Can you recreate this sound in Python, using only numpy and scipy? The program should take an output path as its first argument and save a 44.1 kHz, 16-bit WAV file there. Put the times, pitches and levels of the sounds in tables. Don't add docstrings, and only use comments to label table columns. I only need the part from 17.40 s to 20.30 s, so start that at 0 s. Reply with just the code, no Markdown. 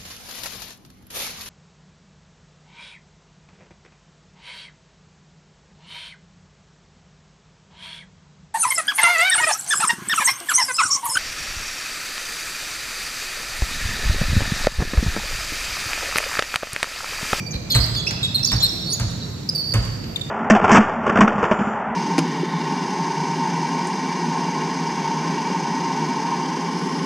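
import sys
import numpy as np
from scipy import signal
from scipy.fft import rfft, irfft
from scipy.io import wavfile
from scipy.ndimage import uniform_filter1d

SR = 44100
rng = np.random.default_rng(int(sys.argv[2]) if len(sys.argv) > 2 else 0)


def transcribe(signal):
    frames = np.atleast_2d(signal).T
    limited = np.clip(frames, -1, 1)
    pcm = np.round(limited * 32767).astype(np.int16)
    wavfile.write(sys.argv[1], SR, pcm)


def level_to_linear(level):
    exponent = np.asarray(level, float) / 20
    return 10 ** exponent


N = 127890
LEAD = SR // 2
M = N + LEAD
LEFT_LEAD_S = .00043
SLIP_T_S = np.arange(SR // 8) / SR
ATTACK_S, SCUFF_ATTACK_S, RELEASE_S = 0.0019, 0.0042, 0.0015
SQUEAK_WANDER, SQUEAK_WANDER_HZ = 0.008, 110


def at_hz(points, hz, axis=1):
    points = np.array(points)
    return np.interp(np.log(hz), np.log(points[:, 0]), points[:, axis])


def drift(rate_hz, size):
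    r = np.exp(-2 * np.pi * rate_hz / SR)
    slow = signal.lfilter([1], [1, -2 * r, r * r], rng.standard_normal(size + 600))[600:]
    return slow * np.sqrt((1 - r * r) ** 3 / (1 + r * r))


def bands(size):
    # hz [Hz], likeness [-1..1]
    likeness = [(60, 0.91), (180, 1), (550, 0.12), (1650, 0.15), (4970, 0.074), (15000, -0.17)]
    edges_hz = 22 * 2 ** np.arange(0, 9.6, .5)
    white = rng.standard_normal((2, 2, size))
    for k, (low, high) in enumerate(zip(edges_hz, edges_hz[1:])):
        band = signal.butter(2, [low, high], "band", fs=SR, output="sos")
        mid, side = signal.sosfilt(band, white[k % 2])
        hz = np.sqrt(low * high)
        alike = np.clip(at_hz(likeness, hz), -1, 1)
        pair = np.sqrt(1 + alike) * mid + np.sqrt(1 - alike) * side * [[1], [-1]]
        yield hz, pair / np.sqrt(2)


def ventilation():
    # hz [Hz], density_db [dB per Hz]
    air = [(25, -46), (120, -2), (300, -17.5), (620, -25), (800, -29.5), (3000, -37), (6500, -37),
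           (9500, -48.5)]
    points = M // 40 + 2
    slow = np.arange(M) / 40
    out = 0
    for hz, pair in bands(M):
        waver_db = 1.85 * np.interp(slow, np.arange(points), drift(188, points))
        out = out + pair * level_to_linear(at_hz(air, hz) + waver_db)
    return level_to_linear(-30) * out / np.sqrt(np.mean(out ** 2)) * level_to_linear(np.array([[-.8], [.8]]))


def add(out, s, sound, pan_db, lead_s=LEFT_LEAD_S):
    for row, (share, late_s) in enumerate(((.5, 0), (-.5, lead_s), (-.5, 0))):
        i = LEAD + int((s + late_s) * SR)
        out[row, i:i + len(sound)] += (level_to_linear(share * pan_db) * sound)[:max(M - i, 0)]


def grip(length_s, attack_s=ATTACK_S):
    release = np.exp(-np.maximum(SLIP_T_S - length_s, 0) / RELEASE_S)
    return np.clip(SLIP_T_S / attack_s, 0, 1) * release


def slip(hz, db, wander=SQUEAK_WANDER, rate_hz=SQUEAK_WANDER_HZ, dull_db=0):
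    overtone_db = [-14, -18]
    phase = 2 * np.pi * np.cumsum(hz * (1 + wander * drift(rate_hz, len(hz)))) / SR
    bright_db = dull_db + .6 * (db + 16)
    tone = np.sin(phase)
    for k, level_db in enumerate(overtone_db, 2):
        tone = tone + level_to_linear(level_db + bright_db) * np.sin(k * phase) * (k * hz < 17e3)
    return tone * level_to_linear(db + 2.5 * drift(220, len(hz)))


def squeaks(out):
    # start_s [s], length_s [s], level_db [dB], # pitch_hz [Hz], left_right_db [dB]
    near = [(-.04, 0.0095, -14, 2347, 1), (-.03, 0.017, -27, 4630, -3), (0.063, 0.023, -33.5, 4620, -11),
            (0.671, 0.011, -20, 5110, -8.5), (0.959, 0.027, -25, 3770, 7), (0.828, 0.029, -17, 3745, -5),
            (.829, 0.037, -23, 3400, 3), (1.072, 0.008, -19, 4600, 3), (1.085, 0.0045, -22, 4780, -3),
            (1.161, 0.011, -23.5, 4530, -12), (1.225, 0.023, -11, 4097, 3),
            (1.25, 0.019, -15.5, 3770, -4.5), (1.519, 0.01, -25.5, 5540, -11.5),
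            (2.089, 0.0094, -15, 4934, -0.5), (2.759, 0.0057, -15.5, 3610, 8.5),
            (2.811, 0.0078, -20.5, 3575, -7)]
    # [s, s, dB, Hz, dB]
    far = [(.57, 0.04, -37, 6640, -3), (1.5, 0.038, -27, 9050, -3), (-.2, 0.16, -32.5, 5890, -3),
           (1.03, 0.0078, -17.5, 5470, -10.5), (1.045, 0.0058, -9, 5485, -8.5),
           (1.127, .012, -18, 5380, -6), (1.818, 0.034, -32, 3970, -4), (2.321, 0.0072, -19, 4560, -11),
           (.356, 0.012, -17.5, 7680, -2.5), (1.202, 0.015, -31.5, 6970, -13),
           (1.29, 0.0071, -24, 5380, -13)]
    sharp = 1 + .025 * np.exp(-SLIP_T_S / .004)
    for table, dull_db in ((near, 0), (far, -9)):
        for s, length_s, db, hz, pan_db in table:
            add(out, s, grip(length_s) * slip(hz * sharp, db, dull_db=dull_db), pan_db)


def scuffs(out):
    events = [(.105, 0.019, -31.5, 6230, -5.5), (.13, 0.034, -31, 4150, -3.5), (.3, 0.091, -21, 4146, 0.5),
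              (0.299, 0.029, -30, 12330, -7.5), (0.4, 0.05, -24.5, 4580, -17),
              (0.662, 0.04, -29.5, 5600, -9.5), (1.055, 0.049, -30, 4500, -14),
              (1.2, 0.0425, -25, 3735, -6), (2.088, 0.0035, -22.5, 5430, -22),
              (1.5, 0.052, -33.5, 4634, -3), (1.05, 0.016, -23, 6400, -11)]
    for s, length_s, db, hz, pan_db in events:
        treads = 0
        for k in (-1, 0, 1):
            tread_hz = np.full(len(SLIP_T_S), hz * (1 + k * .07))
            treads = treads + slip(tread_hz, db - 1.5 - 5 * abs(k), .034, 720)
        add(out, s, grip(length_s, SCUFF_ATTACK_S) * treads, pan_db)


def bends(out):
    # start_s [s], length_s [s], level_db [dB], first_hz [Hz], last_hz [Hz]
    turns = [(.667, .016, -21.5, 2500, 2710), (.945, 0.019, -13.5, 4237, 4107),
             (1.249, 0.019, -20, 4287, 4440), (1.459, 0.042, -27, 4453, 4323),
             (1.49, 0.059, -25.5, 4440, 4646), (2.149, 0.02, -19.5, 4717, 4630),
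             (2.178, 0.041, -22, 4534, 4500), (2.233, 0.087, -27, 4505, 4695)]
    # [s, s, dB, Hz, Hz]
    scrapes = [(.3, 0.0246, -27.5, 5300, 4650), (.302, 0.0473, -23, 4250, 4120),
               (.305, 0.0406, -26.5, 3500, 3120), (.343, .035, -17, 4300, 3900),
               (.313, 0.0203, -28.5, 6700, 6250), (.54, .045, -27.5, 5050, 4400),
               (.56, 0.048, -26.5, 3560, 3330), (.555, 0.0304, -23.5, 4300, 4700),
               (1.1, 0.0282, -23.5, 3480, 3850), (1.3, 0.0087, -26, 3200, 3750),
               (1.09, 0.031, -28, 4500, 4600)]
    for table, wander, rate_hz in ((turns, SQUEAK_WANDER, SQUEAK_WANDER_HZ), (scrapes, .018, 380)):
        for s, length_s, db, first_hz, last_hz in table:
            hz = np.interp(SLIP_T_S, [0, length_s], [first_hz, last_hz])
            add(out, s, grip(length_s) * slip(hz, db, wander, rate_hz), -5.5)


def skid(out):
    path = [
        (1.524, 6200, -30),
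        (1.531, 6350, -21),
        (1.536, 6850, -16),
        (1.549, 6800, -21),
    ]
    s, hz, db = np.transpose(path)
    now_s = SLIP_T_S + s[0]
    fade = np.exp(-np.maximum(now_s - s[-1], 0) / RELEASE_S)
    add(out, s[0], fade * slip(np.interp(now_s, s, hz), np.interp(now_s, s, db)), -5)


def soles():
    out = np.zeros((3, M))
    squeaks(out)
    bends(out)
    scuffs(out)
    skid(out)
    return out


def modes(table, t, factor, spread_db, deep_db=0.0):
    out = 0
    for hz, db, t60_s in table:
        level_db = db + deep_db * (hz < 90) + spread_db * rng.standard_normal()
        phase = rng.uniform(0, 2 * np.pi)
        out = out + level_to_linear(level_db - 60 * t / t60_s) * np.sin(2 * np.pi * hz * factor * t + phase)
    return out


def blow(tap_db, boom_db, dull_hz, boom_s, ping_db=-90, factor=1.0, deep_db=0.0, thud_db=-12):
    # mode_hz [Hz], level_db [dB], t60_s [s]
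    ball = [(790, -13, .04), (960, -10, .05), (1040, -9, .05), (1140, -13, .04), (1400, -13, .04),
            (1560, -10, .05), (1890, -13, .04), (2300, -14, .03)]
    # mode_hz [Hz], level_db [dB], t60_s [s]
    boards = [(50, -7, 0.78), (64.4, 1, 0.67), (85, -0.5, 0.48), (104.2, -1, 0.41), (120.5, 7.5, 0.39),
              (134.7, 2, 0.17), (170.6, -1.5, 0.11), (215.2, -3.5, 0.22), (291.5, -7, 0.2)]
    t = np.arange(SR // 2) / SR
    slap_noise, thud_noise = rng.standard_normal((2, len(t)))
    slap = signal.lfilter(*signal.butter(2, [1200, dull_hz], "band", fs=SR), slap_noise)
    slap = slap * np.exp(-t / .0032) * np.minimum(t / .00026, 1)
    thud = signal.lfilter(*signal.butter(1, [420, 2310], "band", fs=SR), thud_noise)
    thud = thud * level_to_linear(thud_db) * np.exp(-t / .03)
    ping = level_to_linear(ping_db + 9.6 * drift(78, len(t))) * modes(ball, t, factor, 4.0)
    tap = slap + (thud + ping) * (1 - np.exp(-t / .003))
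    swell = (1 - np.exp(-(t / .011) ** 2)) / (1 + (t / boom_s) ** 6)
    boom = modes(boards, t, .95, 1.74, deep_db) * swell / 2
    return level_to_linear(tap_db) * tap, level_to_linear(boom_db) * boom


def lay_blow(out, floor, s, pan_db, sounds, wall_db, lead_s=LEFT_LEAD_S):
    tap, boom = sounds
    add(out, s, tap, pan_db, lead_s)
    add(out, s + .111, level_to_linear(wall_db) * tap, pan_db)
    floor[LEAD + int(s * SR):][:len(boom)] += boom


def steps(out, floor):
    taps = [(.14, -21, -19.5, -7), (0.753, -31, -24.5, 4), (1.199, -19.5, -34, -4), (0.551, -26, -24.5, 22),
            (.708, -10, -21.5, -2), (.712, -18.5, -50, 3), (0.992, -22, -26.5, -8), (1.376, -46, -31, -5),
            (1.447, -39, -43, 5), (2.226, -44, -39, 2), (2.641, -25.5, -56.5, -5), (2.768, -28, -60, -22),
            (2.795, -28, -26, 4)]
    for s, db, boom_db, pan_db in taps:
        lay_blow(out, floor, s, pan_db, blow(db, boom_db, 6200, .035), -20)


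def bounces(out, floor):
    hits = [
        (.349, -10, -10.5, 0.86, 0),
        (1.117, -15, -14, 1.06, -2.5),
        (1.598, -20, -14.5, 0.68, -4.5),
        (2.339, -13.5, -9.5, 0.5, -1),
    ]
    for s, db, boom_db, factor, deep_db in hits:
        sounds = blow(db, boom_db, 13000, .1, -10, factor, deep_db, thud_db=1)
        lay_blow(out, floor, s, -1.2, sounds, -14, lead_s=.0001)


def blows():
    out, floor = np.zeros((3, M)), np.zeros(M + SR)
    bounces(out, floor)
    steps(out, floor)
    return out, floor[:M]


def hall(x):
    decay = [(60, 1.7, -0.5), (206, 1.4, -2.5), (1020, 1.2, -3), (2500, 2.3, -8), (4500, 2.38, -7.5),
             (8100, 1.06, -12.5), (14000, 0.89, -15.5)]
    t = np.arange(int(1.6 * SR)) / SR
    echoes = rng.random((2, len(t))) < 300 / SR
    lumps = uniform_filter1d(echoes * rng.exponential(1, (2, len(t))) * 60, size=60)
    rise = 1 - np.exp(-(t / .014) ** 2)
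    shape = rise * (1 + level_to_linear(2) * lumps * np.exp(-t / .12))
    ring = 0
    for hz, pair in bands(len(t)):
        t60_s = at_hz(decay, hz)
        fall = level_to_linear(at_hz(decay, hz, axis=2) - 60 * t / t60_s)
        unit_energy = np.sqrt(6 * np.log(10) / t60_s / SR)
        ring = ring + pair * fall * unit_energy * (shape if hz > 400 else shape[0])
    balance = level_to_linear(np.array([[.5], [-.5]]) * -4)
    return signal.fftconvolve(x[None], ring, axes=1)[:, :M] * balance


def scene():
    taps, floor = blows()
    near = taps + soles() + floor * level_to_linear(np.array([[-.6], [.6], [-9.5]]))
    return (near[:2] + hall(near[2]) + ventilation())[:, LEAD:]


def band_limit(x):
    return signal.sosfilt(signal.butter(12, 15750, fs=SR, output="sos"), x)


def record(dry):
    capsules = [(7500, -0.75), (10300, -7.5), (12800, 3), (15500, -8)]
    hz = np.maximum(np.arange(N // 2 + 1) * SR / N, 1)
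    coloured = irfft(rfft(dry) * level_to_linear(at_hz(capsules, hz)), N)
    low_pass = signal.cheby2(12, 60, 16250, fs=SR, output="sos")
    return band_limit(signal.sosfilt(low_pass, coloured))


dry = scene()
out = record(dry)
transcribe(out)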